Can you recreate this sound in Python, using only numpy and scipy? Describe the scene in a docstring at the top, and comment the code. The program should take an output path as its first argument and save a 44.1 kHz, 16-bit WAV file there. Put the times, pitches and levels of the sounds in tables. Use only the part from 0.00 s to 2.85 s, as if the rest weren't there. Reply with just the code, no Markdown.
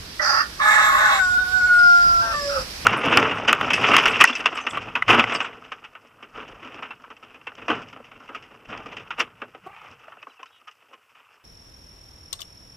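"""A rooster crows once across a grassy farmyard: two hoarse syllables, a long clear note that sags in pitch,
and a low closing note that turns hoarse again. Clear notes are sums of sines; hoarseness is uneven flaps
and turbulence ringing through throat resonances, with throbbing tones inside. Barn walls echo the hoarse voice,
and the clear partials waver. Far rumble and outdoor hiss, both of banded noise, lie below; two faint, very short
treble clicks are heard. The right microphone port is lifted near 5 kHz and dull around 7 to 9 kHz."""
import sys
import numpy as np
from scipy import signal
from scipy.fft import rfft, irfft, next_fast_len
from scipy.io import wavfile
from scipy.ndimage import uniform_filter1d

SR = 44100
rng = np.random.default_rng(int(sys.argv[2]) if len(sys.argv) > 2 else 0)


def log_audio(samples):
    """Write samples as a 16-bit WAV file to the path given in sys.argv[1]."""
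    # one column per channel
    frames = np.atleast_2d(samples).T
    # limit to full scale, then quantise
    limited = np.clip(frames, -1, 1)
    pcm = np.round(limited * 32767).astype(np.int16)
    wavfile.write(sys.argv[1], SR, pcm)


N = 125685

# All source levels stand ahead of the right port's colour in record().
LEFT_LEAD_S = 0.00019   # sound reaches the left port first
LEFT_RIGHT = np.array([[1], [-1]])


def from_db(db):
    """Decibels to gain."""
    return 10 ** (np.asarray(db) / 20)


def rms_one(x):
    """Scale to unit rms."""
    return x / np.sqrt(np.mean(x ** 2) + 1e-20)


def in_time(rows):
    """Columns of a table as per-sample curves."""
    s, *columns = np.transpose(rows)
    return [np.interp(np.arange(N) / SR, s, c) for c in columns]


def at_hz(points, hz):
    """Read a spectrum table on a log frequency axis."""
    table_hz, values = np.array(points).T
    return np.interp(np.log(hz + 1), np.log(table_hz), values)


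def gate(start, end, fade):
    """One between start and end, with smooth edges centred on them."""
    t = np.arange(N) / SR
    inside = np.minimum(t - start + fade / 2, end + fade / 2 - t)
    return np.sin(np.pi / 2 * np.clip(inside / fade, 0, 1)) ** 2


def drift(rate):
    """Slow random curve of spread 1: noise smoothed by two poles at rate in Hz, one point per 40 samples."""
    r = np.exp(-80 * np.pi * rate / SR)
    noise = rng.standard_normal(N // 40 + 2002)
    slow = signal.lfilter([1], [1, -2 * r, r * r], noise)[2000:]   # drop the filter's run-in
    return np.interp(np.arange(N) / 40, np.arange(len(slow)), rms_one(slow - slow.mean()))


def clear_note(rows, partials):
    """Sines on one gliding pitch: two strong partials throughout, weaker ones that come and go."""
    waver_db, waver_hz, partial_fade_s = 3.5, 22, 0.0085
    hz, one_left, one_right, two_left, two_right, lead = in_time(rows)
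    phase = 2 * np.pi * np.cumsum(hz) / SR
    first = from_db([one_left, one_right]) * np.sin(phase)
    second = from_db([two_left, two_right]) * np.sin(2 * phase + [lead, 0 * lead])
    out = (first + second) * gate(rows[0][0], rows[-1][0], 0.027)

    ports = np.array([phase, phase - 2 * np.pi * hz * LEFT_LEAD_S])
    for multiple, start, end, left_db, right_db in partials:
        waver = waver_db * np.array([drift(waver_hz), drift(waver_hz)])
        level = from_db([[left_db], [right_db]] + waver) * gate(start, end, partial_fade_s)
        out = out + level * np.sin(multiple * ports)
    return np.sqrt(2) * out   # makes the table levels rms


def clear_notes():
    """The membranes swing regularly: a long note sagging in pitch, then a low closing note."""
    # Pitch and strong partials; echoes make each partial waver on its own at each port.
    # Each row: time in seconds, pitch in Hz, first partial left and right in dB,
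    # second partial left and right in dB, second partial's phase lead on the left in radians.
    long_note = [(1.195, 756.4, -57, -44, -10.5, -24, -1.5), (1.215, 741.8, -33, -51, -13, -27, 0),
                 (1.27, 730.3, -37.5, -68, -20.5, -23, 1.45), (1.33, 728, -54, -40, -24, -20.5, 2.1),
                 (1.37, 728, -50, -43, -18, -19, 4), (1.39, 744, -39.0, -60, -12.5, -26, 0.3),
                 (1.43, 741, -35, -72, -38, -20, -1), (1.45, 728, -51, -67, -25, -30, 3.6),
                 (1.48, 729, -41, -54, -30, -26, 5.5), (1.515, 740, -38.0, -60, -36, -28.5, 5),
                 (1.545, 744, -41, -49, -24, -16.5, 2.5), (1.58, 738, -36, -41, -30, -18, 2.5),
                 (1.61, 729.6, -40, -63, -15.5, -27.5, 6.5), (1.65, 728.3, -39, -62, -15.5, -17, 5),
                 (1.68, 734.3, -38, -64, -23, -23, 7.5), (1.71, 722.4, -41, -52, -12, -16, 6.5),
                 (1.76, 714.7, -55, -42, -11.5, -19, 7.0), (1.88, 710.6, -41, -35.5, -8, -16.5, 8.5),
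                 (1.95, 703.7, -43.0, -37, -11, -13.5, 8.5), (2.0, 698.3, -41, -38.5, -13, -19, 8.5),
                 (2.055, 693.4, -44.0, -41.5, -15, -16.5, 9.5), (2.21, 682, -42, -41, -18.5, -20.5, 10),
                 (2.255, 680.5, -36, -39, -24, -30, 8), (2.3, 674.3, -42, -38, -23, -49, 9.5),
                 (2.334, 672, -41, -42, -22, -39, 9.5)]
    last_note = [(2.337, 587.6, -37, -34, -27, -31, 0.2), (2.373, 582.7, -44, -41, -25, -32, 1.6),
                 (2.485, 566.6, -26.5, -27.5, -41.5, -56, 0.5), (2.547, 563, -31.5, -30.5, -51, -56, 2),
                 (2.57, 533.7, -28.0, -26.5, -46.0, -49, -9), (2.59, 523, -26, -29, -52, -47, -9),
                 (2.608, 509, -44, -40.5, -45, -44, -10), (2.628, 533, -40, -33, -55, -73.0, -10)]
    # Weaker partials, at halves or thirds where the voice splits.
    # Each row: multiple of the pitch, start and end in seconds, left and right level in dB.
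    long_partials = [(1.5, 1.22, 1.3, -33.5, -41), (1.5, 1.3, 1.72, -46, -50),
                     (1.5, 1.85, 2.29, -41.5, -50.5), (2.5, 1.22, 1.33, -45, -47),
                     (2.5, 1.95, 2.15, -47, -49), (3.0, 1.6, 1.754, -52, -46), (5.0, 1.2, 1.255, -41, -42),
                     (5.0, 1.3, 1.58, -49, -47), (6.0, 1.59, 1.88, -52, -54), (6.5, 1.885, 1.95, -50, -50),
                     (7.0, 1.79, 1.89, -51, -43), (7.0, 1.935, 2.12, -51, -43), (7.0, 2.13, 2.25, -58, -54),
                     (7.5, 1.84, 2.22, -51, -49), (8.0, 1.84, 2.18, -48, -58), (10.0, 1.2, 1.36, -46, -51),
                     (10.0, 1.48, 1.68, -44, -58), (10.5, 1.95, 2.06, -46, -55),
                     (11.0, 1.74, 1.81, -47, -52), (1.33, 2.22, 2.33, -43, -45),
                     (1.67, 2.21, 2.3, -43, -42), (2.33, 2.215, 2.325, -40, -35),
                     (2.67, 2.26, 2.33, -43, -42)]
    last_partials = [(3.03, 2.34, 2.4, -38, -33), (3.0, 2.4, 2.52, -37, -44), (8.0, 2.34, 2.46, -52, -51.5),
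                     (9.0, 2.385, 2.54, -53, -44), (10.0, 2.44, 2.53, -48, -52),
                     (2.5, 2.495, 2.52, -35, -37), (2.45, 2.55, 2.585, -31, -29)]
    return clear_note(long_note, long_partials) + clear_note(last_note, last_partials)


def throb(depth):
    """The voice swells some forty times a second, unevenly."""
    swells_per_s, spread = 36, 0.2555
    turns = np.cumsum(swells_per_s * (1 + spread * drift(9.7))) / SR
    return 1 + np.clip(depth, 0, 1) * np.sin(2 * np.pi * turns)


def flaps_and_turbulence():
    """Membranes slap at a jittery rate with uneven force, every second slap weaker; turbulence joins in."""
    flap_hz, jitter, unevenness, weak_flap = 281.8, .06, 0.31, .3   # mean rate; the rest as shares
    turbulence = .45   # rms against flaps of rms 1
    turns = np.cumsum(flap_hz * (1 + jitter * drift(90))) / SR
    count = np.floor(turns)
    flaps = np.diff(count, prepend=0) * (1 + unevenness * rng.standard_normal(N))
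    flaps = flaps * (1 - weak_flap * (count % 2))
    return (rms_one(flaps) + turbulence * rng.standard_normal(N)) * throb(0.18)


def wander(x, depth, rate):
    """Read at a slowly drifting speed, so that the pitch drifts; depth is a share of the speed."""
    return np.interp(np.arange(N) + np.cumsum(depth * drift(rate)), np.arange(N), x)


def resonate(x, hz, width):
    """Twice through a two-pole resonance, gain 1 on top."""
    r = np.exp(-np.pi * np.sqrt(2) * width / SR)
    section = [(1 - r * r) / 2, 0, (r * r - 1) / 2, 1, -2 * r * np.cos(2 * np.pi * hz / SR), r * r]
    return signal.sosfilt([section, section], x)


def rasp(loudness, throat):
    """Flaps and turbulence excite throat and beak resonances; returns direct sound and echo feed."""
    waver_db, wander_depth, wander_hz = 2.5, .02, 7   # resonances swell, their input drifts in pitch
    beak_above_hz, beak_opens_s = 3000, .05           # treble resonances swell in after the start
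    source = flaps_and_turbulence()
    start, end = loudness[0][0], loudness[-1][0]
    progress = np.clip((np.arange(N) / SR - start) / (end - start), 0, 1) - .5
    direct, wet = 0, 0
    for k, (hz, width, db, change_db, pan_db, share) in enumerate(throat):
        in_beak = hz > beak_above_hz
        ring = resonate(source if in_beak else wander(source, wander_depth, wander_hz), hz, width)
        ring_db = db + change_db * progress + waver_db * drift(wander_hz) + pan_db / 2 * LEFT_RIGHT
        ring = (-1) ** k * ring * from_db(ring_db)   # neighbours in opposite polarity
        if in_beak:
            ring = ring * gate(start + beak_opens_s / 2, end + 1, beak_opens_s)
        share = np.clip(share, 0, 1)
        direct = direct + np.sqrt(1 - share) * ring
        wet = wet + np.sqrt(share) * ring
    level = from_db(in_time(loudness)[0]) * gate(start, end, 0.0054)
    # divide by the running level, so that the loudness table sets the loudness
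    power = uniform_filter1d(np.mean(direct ** 2 + wet ** 2, axis=0), SR // 16)
    return level * np.array([direct, wet]) / np.sqrt(power + 1e-12)


def hoarse_rasps():
    """Hoarse stretches of the crow, each shaped by its own loudness and the resonances of throat and beak."""
    # Loudness of each hoarse stretch. Each row: time in seconds, level in dB.
    first_rasp = [(.19, -45), (.2, -24), (.3, -20), (.415, -19.5), (.43, -29.5), (.45, -49)]
    second_rasp = [(.585, -49), (.6, -20), (.62, -18), (.68, -16), (.92, -19), (1.1, -17.5), (1.19, -22)]
    break_rasp = [(2.205, -37), (2.22, -31), (2.3, -34.5), (2.33, -25), (2.36, -44)]   # between the long and the closing note
    last_rasp = [(2.48, -46), (2.51, -28), (2.57, -29.5), (2.6, -32.5), (2.628, -40)]
    beak_rasp = [(1.19, -35), (1.4, -53), (1.85, -47.5), (2.3, -42), (2.61, -38.5), (2.64, -53)]     # treble rasp over the clear notes
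    # Throat and beak resonances, balanced against each other within a table.
    # Each row: frequency in Hz, width in Hz, relative level in dB, change from start to end in dB,
    # left minus right in dB, share heard as echo from 0 to 1.
    first_throat = [(595, 50, -14.5, -21, -2, 0.94), (760, 300, -14, 2, 4.5, 0.65),
                    (1127, 68, -1.5, 9.5, 6, 0.22), (1340, 167, 1, 8.5, -8, 0.27),
                    (1650, 290, -11, 2, 22.5, 0.65), (1835, 92, -4.5, -12, -5.5, 0.7),
                    (2696, 60, -21.5, 19, -8, 0.1), (4724, 360, -10, -14, 0.5, 0.9),
                    (5000, 390, -15.5, -11, -1, 0.73), (5700, 800, -18, -12, 0, 0.87),
                    (7600, 1600, -29.5, -13, 0, 1), (11700, 1900, -36, -3, 7, .6)]
    second_throat = [(663, 82, -14.5, 4, 2, 0.67), (1094, 89, -4.5, 0, 7, 0.11),
                     (1245, 80, -3.5, -11, 0, 0.13), (1443, 110, -4.5, 7, 8, 0.85),
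                     (1718, 86, -5, -10, 9.5, 1), (1853, 143, -11, 5, -8.5, 0.77),
                     (2150, 113, -13, -8, 8.5, 0.89), (2660, 225, -19, 1, 3, 0.39),
                     (3650, 370, -18.5, -2, -0.5, 0.38), (6020, 1540, -31.5, -3, 2.5, 0.99),
                     (7330, 450, -19.5, 0.5, 0.5, 1), (8300, 690, -26, -5.5, -4.5, 0.98),
                     (11740, 1340, -34, -1.5, 1.5, 0.97)]
    late_throat = [(600, 144, -6, 12, 4, 0.93), (897, 170, -18, 2, 5, 0.42), (1183, 85, -8, 19, 6, 0.37),
                   (1340, 110, 2.5, 0, 4, 0.41), (1546, 90, -3, -13, 8, 0.44),
                   (2680, 160, -9.5, 6, 4, 0.39), (5060, 380, -17, -2, 4, 0.33)]
    open_beak = [(5000, 800, 0.5, 10, 0, 0.93), (5750, 350, -2, 5, 0, 1), (7430, 900, 3, -6, 0, 0.68)]
    return (rasp(first_rasp, first_throat) + rasp(second_rasp, second_throat)
            + rasp(break_rasp, late_throat) + rasp(last_rasp, late_throat) + rasp(beak_rasp, open_beak))


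def rough_voice(rows, first_throb=0.9):
    """Two partials on a trembling pitch, throbbing; returns direct sound and echo feed."""
    pitch_jitter, second_throb, echo_share = .012, 0.9, 0.16
    second_pan_db = -7   # left minus right
    hz, one_db, two_db = in_time(rows)
    phase = 2 * np.pi * np.cumsum(hz * (1 + pitch_jitter * drift(37.3))) / SR
    first = from_db(one_db) * np.sin(phase) * throb(first_throb)
    second = from_db(two_db) * np.sin(2 * phase) * throb(second_throb)
    tone = first + from_db(second_pan_db / 2 * LEFT_RIGHT) * second
    split = np.sqrt([[[2 - 2 * echo_share]], [[2 * echo_share]]])
    return split * tone * gate(rows[0][0], rows[-1][0], 0.011)


def rough_voices():
    """Pitched, throbbing voices inside the hoarse syllables."""
    # Each row: time in seconds, pitch in Hz, first and second partial in dB before throb and panning.
    early_voice = [(.195, 985, -59, -26), (.22, 950, -53, -38), (.33, 920, -59, -47), (.43, 910, -55, -33)]   # first syllable
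    low_voice = [(.615, 830, -39, -43), (.655, 850, -30, -24), (.86, 848, -32, -26.5), (.94, 800, -42, -37),
                 (1.05, 855, -32, -26.5), (1.11, 825, -32, -32), (1.205, 757, -36, -45)]       # second syllable, with the high voice
    high_voice = [(.59, 1125, -36, -62), (.615, 1114, -30.5, -40), (.88, 1111, -28.5, -42),
                  (.94, 1091, -23, -54), (1.02, 1101, -30, -44), (1.12, 1107, -26, -40.5),
                  (1.2, 1090, -40.5, -37)]
    return rough_voice(low_voice, first_throb=.5) + rough_voice(high_voice) + rough_voice(early_voice)


def yard(direct, wet):
    """Direct sound reaches the left port first; walls return a short, different scatter to each port."""
    t60_s, first_echo_s = 0.15, .004
    t = np.arange(int(.3 * SR)) / SR
    scatter = rng.standard_normal((2, len(t))) * from_db(-60 * t / t60_s) * (t > first_echo_s)
    scatter = scatter / np.sqrt(np.sum(scatter ** 2, axis=1, keepdims=True))
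    late = np.interp(np.arange(N) - LEFT_LEAD_S * SR, np.arange(N), direct[1])
    echo = signal.fftconvolve(wet, scatter, axes=1)[:, :N]
    return np.array([direct[0], late]) + echo


def treble_clicks():
    """Faint short clicks, each ringing briefly in the treble."""
    # Each row: time in seconds, peak level in dB.
    click_rows = [(1.2146, -36), (2.4259, -34)]
    clicks = np.full(N, 1e-18)
    for s, db in click_rows:
        clicks[int(s * SR)] = from_db(db)
    ring = resonate(clicks, 11900, 1500)   # centre and width in Hz
    return ring * clicks.max() / np.abs(ring).max()


def banded_noise(spectrum, patchy_db):
    """Half-octave bands of stereo noise, each with its own level, flicker and left-right likeness; rms 1."""
    # Each row: frequency in Hz, likeness of left and right from 0 (unrelated) to 1 (same).
    likeness = [(60, 0.92), (130, 0.95), (290, 0.94), (640, 0.043), (1400, 0.01)]
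    edges = 16 * 2 ** np.arange(0, 10.1, .5)
    white = rng.standard_normal((2, 2, N + SR // 4))   # neighbouring bands take different noise
    out = 0
    for k, (low, high) in enumerate(zip(edges, edges[1:])):
        hz = np.sqrt(low * high)
        if not spectrum[0][0] < hz < spectrum[-1][0]:
            continue
        band = signal.butter(2, [low, high], "band", fs=SR, output="sos")
        mid, side = signal.sosfilt(band, white[k % 2])[:, -N:]
        alike = np.clip(at_hz(likeness, hz), -1, 1)
        gain = from_db(at_hz(spectrum, hz) + patchy_db * drift(11))
        out = out + gain * (np.sqrt(1 + alike) * mid + np.sqrt(1 - alike) * side * LEFT_RIGHT)
    return rms_one(out)


def outdoor_hiss():
    """Broad outdoor noise, its level moving slowly."""
    # Spectrum. Each row: frequency in Hz, relative level in dB per Hz.
    hiss = [(88, -21), (150, -1.5), (562, -7.5), (1050, -9), (1950, -8.5), (5460, -8), (6900, -12),
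            (11900, -14.5), (15600, -34.5)]
    # Loudness. Each row: time in seconds, level in dB.
    hiss_level = [(0, -41.5), (.6, -40.5), (1.4, -39), (2.1, -37.5), (2.85, -37.5)]
    return from_db(in_time(hiss_level)[0]) * banded_noise(hiss, patchy_db=1.0)


def far_rumble():
    """Low noise from afar that swells and sinks."""
    # Spectrum. Each row: frequency in Hz, relative level in dB per Hz.
    rumble = [(11, -34), (18, -1), (65, 9), (157, -8.5), (219, -22), (250, -9), (320, -47), (550, -120)]
    # Loudness. Each row: time in seconds, level in dB.
    rumble_level = [(0, -42), (.15, -49.5), (1.1, -45.5), (1.62, -41), (1.95, -50.5), (2.11, -34.5),
                    (2.2, -39), (2.54, -46), (2.6, -32.5), (2.67, -49), (2.85, -41.5)]
    return from_db(in_time(rumble_level)[0]) * banded_noise(rumble, patchy_db=2.0)


def scene():
    """Hoarse and clear voice over the yard's floor of noise."""
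    hoarse_direct, hoarse_wet = hoarse_rasps() + rough_voices()
    crow = yard(hoarse_direct, hoarse_wet) + clear_notes()
    return crow + treble_clicks() + outdoor_hiss() + far_rumble()


def record(dry):
    """The right port adds its colour; peaks are rounded, the top is cut."""
    # Right port's response. Each row: frequency in Hz, level over the left port in dB.
    right_port = [(100, 0), (2000, 5), (3500, 3), (5000, 8.5), (6000, 4.5), (7000, -11.5), (9000, -16.5),
                  (11500, 1), (15000, 2)]
    size = next_fast_len(N + 4096)
    colour = from_db(at_hz(right_port, np.arange(size // 2 + 1) * SR / size))
    right = irfft(rfft(dry[1], size) * colour, size)[:N]
    rounded = 2 * np.tanh(np.array([dry[0], right]) / 2)
    top_cut = signal.cheby2(24, 70, 15780, fs=SR, output="sos")   # 70 dB down from 15780 Hz
    return signal.sosfilt(top_cut, rounded)


dry = scene()
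out = record(dry)
log_audio(out)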